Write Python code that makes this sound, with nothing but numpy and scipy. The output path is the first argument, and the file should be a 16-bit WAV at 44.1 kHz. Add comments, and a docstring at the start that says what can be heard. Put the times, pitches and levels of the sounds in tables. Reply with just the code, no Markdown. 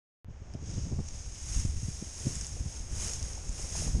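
"""Walk through dry grass and snow in wind

Legs sweep through tall dry grass: each swish is a dense train of random ticks, brighter when louder.
Single stalks snap as very short noise bursts, and thin snow crunches in duller bursts over a grainy wash.
Wind on the mono microphone is low-passed noise with spells of flutter and brief low thumping eddies.
The sound cuts in after a quarter of a second of silence."""
import sys
import numpy as np
from scipy import signal
from scipy.fft import rfft, irfft
from scipy.io import wavfile

SR = 44100
rng = np.random.default_rng(int(sys.argv[2]) if len(sys.argv) > 2 else 0)


def to_wav(sig):
    """Store sig (one row per channel, or 1-D mono) as 16-bit WAV at the path in sys.argv[1].

    Samples outside -1..1 are clipped; the rate is SR.
    """
    pcm = np.clip(np.atleast_2d(sig), -1, 1) * 32767
    pcm = np.round(pcm).astype(np.int16)
    wavfile.write(sys.argv[1], SR, pcm.T)  # frames by channels


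N = 176400  # samples, 4 s


def amp(db):
    """Level law: decibels to amplitude gain."""
    return 10 ** (np.asarray(db) / 20)


def unit(x):
    """Power normalisation: scales a signal to rms 1."""
    return x / np.sqrt(np.mean(x ** 2) + 1e-20)


def clock():
    """Sampling: the time of every sample in seconds."""
    return np.arange(N) / SR


def curve(points):
    """Envelope: gain over time, interpolated in decibels between (s, dB) points."""
    return amp(np.interp(clock(), *np.transpose(points)))


def gaussian(x):
    """Bell curve: 1 at zero, falling to 0.61 at one width."""
    return np.exp(-.5 * x ** 2)


def add(mix, start_s, sound):
    """Superposition: sums a sound into the mix from a given time."""
    part = mix[max(round(start_s * SR), 0):][:len(sound)]
    part += sound[:len(part)]


def colour(x, points):
    """Minimum-phase filtering: the phase is the Hilbert transform of the log gain through (Hz, dB) points."""
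    f, db = np.transpose(points)
    hz = abs(np.fft.fftfreq(2 * N, 1 / SR))
    gain_db = np.interp(np.log(hz + 1), np.log(f + 1), db)
    log_gain = np.log(amp(gain_db))
    response = np.exp(np.conj(signal.hilbert(log_gain)))[:N + 1]
    return irfft(rfft(x, 2 * N) * response)[:N]


def hump(x, hz, octaves, body=0):
    """Band emphasis: a zero-phase bell on a log frequency axis, over a flat floor called body."""
    f = np.fft.rfftfreq(len(x), 1 / SR) + 1
    band = gaussian(np.log2(f / hz) / octaves)
    return irfft(rfft(x) * (body + band), len(x))


def wander(hz):
    """Slow random modulation: noise of rms 1 limited to rates up to about hz."""
    f = np.fft.rfftfreq(N, 1 / SR)
    low_pass = np.exp(-(f / hz) ** 2)
    no_drift = f / (f + hz / 10)
    return unit(irfft(rfft(rng.standard_normal(N)) * low_pass * no_drift, N))


def ticks(per_s, spread_db):
    """Shot noise: clicks at random times and signs, most small and a few large."""
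    size = np.minimum(rng.exponential(1, N), 6)
    sign = np.sign(rng.standard_normal(N))
    struck = rng.random(N) < per_s / SR
    return amp(spread_db * size) * sign * struck


# sweeps of the legs through the grass, before the grass trim:
# peak_s [s], level_db [dB], rise_s [s], fall_s [s]
LEG_SWEEPS = [(.735, -44.5, 0.07, 0.16), (1.17, -46.5, 0.14, 0.08), (1.573, -38, 0.083, 0.077),
              (1.9, -45, 0.13, 0.7), (2.29, -40, 0.099, 0.17), (2.76, -46, 0.071, 0.038),
              (3.045, -34.5, 0.069, 0.1), (3.27, -43.5, 0.053, 0.077), (3.62, -40, 0.058, 0.046),
              (3.805, -34.5, 0.077, 0.067)]
# grass rustling between the sweeps, before the grass trim: time_s [s], level_db [dB]
RUSTLE_LEVEL = [(.25, -100), (.3, -67), (.52, -59.5), (1.0, -56.5), (1.4, -44), (2.2, -51), (4.0, -43.5)]
# relative spectrum of the rubbing blades: frequency_hz [Hz], density_db [dB per Hz]
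BLADE_SPECTRUM = [(300, -15.5), (1200, -22), (2500, -18.5), (3600, -20), (4400, -21), (5100, -10),
                  (5650, -6.5), (6150, -10.5), (6480, 0.5), (6800, -8), (7700, -13), (9200, -13.5),
                  (10300, -19), (11400, -32.5), (13000, -37.5), (14000, -51)]
# gain on the top treble before loudness brightens it: time_s [s], gain_db [dB]
TREBLE_GAIN = [(.5, -14), (1.5, 0.5)]
TICKS_PER_S, TICK_SPREAD_DB, HISS_DB, GRASS_TRIM_DB = 3500, 2.5, 0.5, -2.5
CLUMP_DB, CLUMP_HZ = -0.68, 63.6  # blades slip in bunches
BRIGHT_DB_PER_DB, BRIGHT_HZ, BRIGHT_FROM_DB = 0.19, 7750, -29  # a harder sweep is brighter


def grass():
    """Stick-slip friction: blades tick and slide along the legs, with more treble as the power rises."""
    t = clock()
    power = curve(RUSTLE_LEVEL) ** 2
    for peak_s, level_db, rise_s, fall_s in LEG_SWEEPS:
        width_s = np.where(t < peak_s, rise_s, fall_s)
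        sweep = amp(level_db) * gaussian((t - peak_s) / width_s)
        power = power + sweep ** 2
    rub = ticks(TICKS_PER_S, TICK_SPREAD_DB) + amp(HISS_DB) * rng.standard_normal(N)
    rub = rub * amp(CLUMP_DB * wander(CLUMP_HZ))
    rub = unit(colour(rub, BLADE_SPECTRUM))
    high_pass = signal.butter(4, BRIGHT_HZ, "high", fs=SR, output="sos")
    top = signal.sosfiltfilt(high_pass, rub)
    loudness_db = 10 * np.log10(power)
    bright = curve(TREBLE_GAIN) * amp(BRIGHT_DB_PER_DB * (loudness_db - BRIGHT_FROM_DB))
    return amp(GRASS_TRIM_DB) * np.sqrt(power) * (rub + (bright - 1) * top)


# stalks that snap: start_s [s], level_db [dB, peak before the snap filter], pitch_hz [Hz]
STALK_SNAPS = [(0.28, -61, 3000), (.538, -33, 5030), (.545, -34, 3000), (1.084, -27.5, 6000),
               (1.087, -30, 5600), (1.357, -34, 3000), (2.355, -19, 6860), (2.4115, -18, 5800),
               (2.446, -22, 5640), (2.4677, -23, 6880), (3.028, -17.5, 6600), (3.1352, -19, 6060),
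               (3.228, -21.5, 6700), (3.333, -29, 5860), (3.493, -27, 7000), (3.528, -26, 7000),
               (3.845, -23, 6400)]
# snap filter, shared by all snaps: frequency_hz [Hz], gain_db [dB]
SNAP_FILTER = [(500, -16), (2500, -5), (4200, -8.5), (5200, 0.5), (9500, -3), (11400, -43)]
SNAP_DECAY_S, SNAP_WIDTH_OCT, SNAP_BODY = 0.00023, 0.18, 0.21
SPLINTER_DB, SPLINTER_S = -15, .003


def snaps():
    """Brittle fracture: a stalk breaks in a sharp band-weighted crack, then splinters for milliseconds."""
    out = np.zeros(N)
    t = np.arange(1024) / SR
    for start_s, level_db, pitch_hz in STALK_SNAPS:
        decay = np.exp(-t / SNAP_DECAY_S) + amp(SPLINTER_DB) * np.exp(-t / SPLINTER_S)
        burst = rng.standard_normal(len(t)) * decay
        padded = np.pad(burst, len(t))  # room for the zero-phase band to ring both ways
        crack = hump(padded, pitch_hz, SNAP_WIDTH_OCT, SNAP_BODY)
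        add(out, start_s - len(t) / SR, amp(level_db) * crack / abs(crack).max())
    return colour(out, SNAP_FILTER)


# snow giving way under a boot: middle_s [s], level_db [dB, peak], pitch_hz [Hz]
SNOW_CRUNCHES = [(.55, -45, 660), (0.993, -42.5, 836), (2.57, -43.5, 503), (3.378, -43.5, 580),
                 (3.597, -41, 520), (3.652, -44, 483), (3.754, -38, 740), (3.824, -35.5, 590),
                 (3.877, -37.5, 590)]
CRUNCH_S, CRUNCH_WIDTH_OCT = .0025, .42


def snow_crunches():
    """Granular collapse: each crunch is a short bell-shaped noise burst in a low band."""
    out = np.zeros(N)
    t = np.arange(-1024, 1024) / SR
    for middle_s, level_db, pitch_hz in SNOW_CRUNCHES:
        burst = rng.standard_normal(len(t)) * gaussian(t / CRUNCH_S)
        crunch = hump(burst, pitch_hz, CRUNCH_WIDTH_OCT)
        add(out, middle_s + t[0], amp(level_db) * crunch / abs(crunch).max())
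    return out


# eddies that thump the microphone: crest_s [s], level_db [dB, before crest peaking], pitch_hz [Hz at the crest]
EDDY_THUMPS = [(0.286, -31.5, 108), (.42, -33.5, 100), (.553, -30, 230), (0.631, -31.5, 115),
               (0.7, -27.5, 90), (0.783, -25.5, 124), (.869, -33, 130), (.925, -28, 185), (0.932, -26, 139),
               (0.991, -26.5, 216), (1.005, -24.5, 116), (1.566, -23, 48.6), (1.652, -19.5, 116),
               (1.832, -29, 101), (1.886, -26.5, 121), (2.026, -27, 192), (2.2699, -17.5, 124),
               (2.608, -23, 55), (2.662, -28, 108), (2.807, -28.5, 43.4), (3.495, -25, 45.4),
               (3.8, -25, 87), (3.869, -25, 80), (3.887, -24.5, 50), (3.951, -16, 59)]
# spells of rough flutter: middle_s [s], level_db [dB], half_length_s [s]
FLUTTER_SPELLS = [(0.726, -45.5, 0.098), (0.902, -46.5, 0.068), (2.296, -42.5, 0.039),
                  (3.857, -42.5, 0.045), (3.991, -35, 0.028)]
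# relative spectrum of the flutter: frequency_hz [Hz], density_db [dB per Hz]
FLUTTER_SPECTRUM = [(30, -19.5), (90, 1), (150, 3.5), (280, -10), (450, -16.5), (800, -29), (1500, -49),
                    (4000, -68)]
# a swirl dies within a cycle or two; its crests are pointed
THUMP_RISE_CYCLES, THUMP_FALL_CYCLES, THUMP_PEAKING = 0.32, 0.77, 0.13
THUMP_SLOWING_CYCLES = 1.3  # the swirl is fastest at its crest
SCUFF_DB, SCUFF_S, SCUFF_REF_HZ = -17, 0.009, 118  # scuff level holds at the reference pitch


def wind_eddies():
    """Turbulent pressure: flutter is shaped noise; an eddy is a brief slowing swirl with rough air around it."""
    t = clock()
    out = np.zeros(N)
    flutter = unit(colour(rng.standard_normal(N), FLUTTER_SPECTRUM))
    for middle_s, level_db, half_length_s in FLUTTER_SPELLS:
        out += flutter * amp(level_db) * gaussian((t - middle_s) / half_length_s)
    for crest_s, level_db, pitch_hz in EDDY_THUMPS:
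        age = (t - crest_s) * pitch_hz  # in cycles at the crest pitch
        turns = np.arcsinh(age / THUMP_SLOWING_CYCLES) * THUMP_SLOWING_CYCLES
        swell = np.exp(-abs(age) / np.where(age < 0, THUMP_RISE_CYCLES, THUMP_FALL_CYCLES))
        swirl = np.cos(2 * np.pi * turns) + THUMP_PEAKING * np.cos(2 * np.pi * 2 * turns)
        scuff_gain = amp(SCUFF_DB) * pitch_hz / SCUFF_REF_HZ
        scuff = scuff_gain * flutter * gaussian((t - crest_s) / SCUFF_S)
        out += amp(level_db) * (swell * swirl + scuff)
    return out


# wind rumble on the microphone: time_s [s], level_db [dB]
RUMBLE_LEVEL = [(.25, -46), (.55, -44.5), (.95, -36), (1.1, -40), (1.4, -44), (1.58, -31.5), (2.15, -46),
                (2.3, -40.5), (2.62, -37.5), (2.73, -42.5), (2.88, -38.5), (3.05, -36.5), (3.4, -39),
                (3.66, -39), (4, -31.5)]
# relative spectrum of the rumble: frequency_hz [Hz], density_db [dB per Hz]
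RUMBLE_SPECTRUM = [(25, -1.5), (75, 2), (120, -7), (180, -17), (280, -26), (450, -41), (1000, -77.5)]
GUST_DB, GUST_HZ = 2.5, 22.3


def wind_rumble():
    """Amplitude-modulated noise: random gusts make the low rumble lumpy."""
    gusty = rng.standard_normal(N) * amp(GUST_DB * wander(GUST_HZ))
    return curve(RUMBLE_LEVEL) * unit(colour(gusty, RUMBLE_SPECTRUM))


# soft wash of the field and of trodden snow: time_s [s], level_db [dB]
WASH_ENVELOPE = [(.25, -66), (.33, -59.5), (.55, -58), (.8, -57), (1.25, -59.5), (2.1, -60), (2.85, -56.5),
                 (3.0, -52.5), (3.45, -54), (4, -55)]
# relative spectrum of the wash: frequency_hz [Hz], density_db [dB per Hz]
WASH_SPECTRUM = [(100, 10.5), (400, 8), (750, 4.5), (1250, -2), (2300, -5), (3200, -9.5), (4200, -18.5),
                 (6500, -15), (9000, -55)]
WASH_GRAINS_PER_S, WASH_SPREAD_DB = 4000, 3.5


def field_wash():
    """Incoherent summation: many small grains and steady noise merge into a soft dull wash."""
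    grains = ticks(WASH_GRAINS_PER_S, WASH_SPREAD_DB) + rng.standard_normal(N)
    return curve(WASH_ENVELOPE) * unit(colour(grains, WASH_SPECTRUM))


START_S = 0.2459  # silence before this


def scene():
    """Superposition: all pressures add at one microphone, fed equally to both channels."""
    mono = grass() + snaps() + snow_crunches() + wind_eddies() + wind_rumble() + field_wash()
    mono = mono * (clock() >= START_S)
    return np.array([mono, mono])


EDGE_HZ = 13800


def record(dry):
    """Band limiting: a linear-phase low-pass removes the highest treble."""
    low_pass = signal.firwin(511, EDGE_HZ, window=("kaiser", 9), fs=SR)
    return signal.oaconvolve(dry, low_pass[None], "same")


dry = scene()
out = record(dry)
to_wav(out)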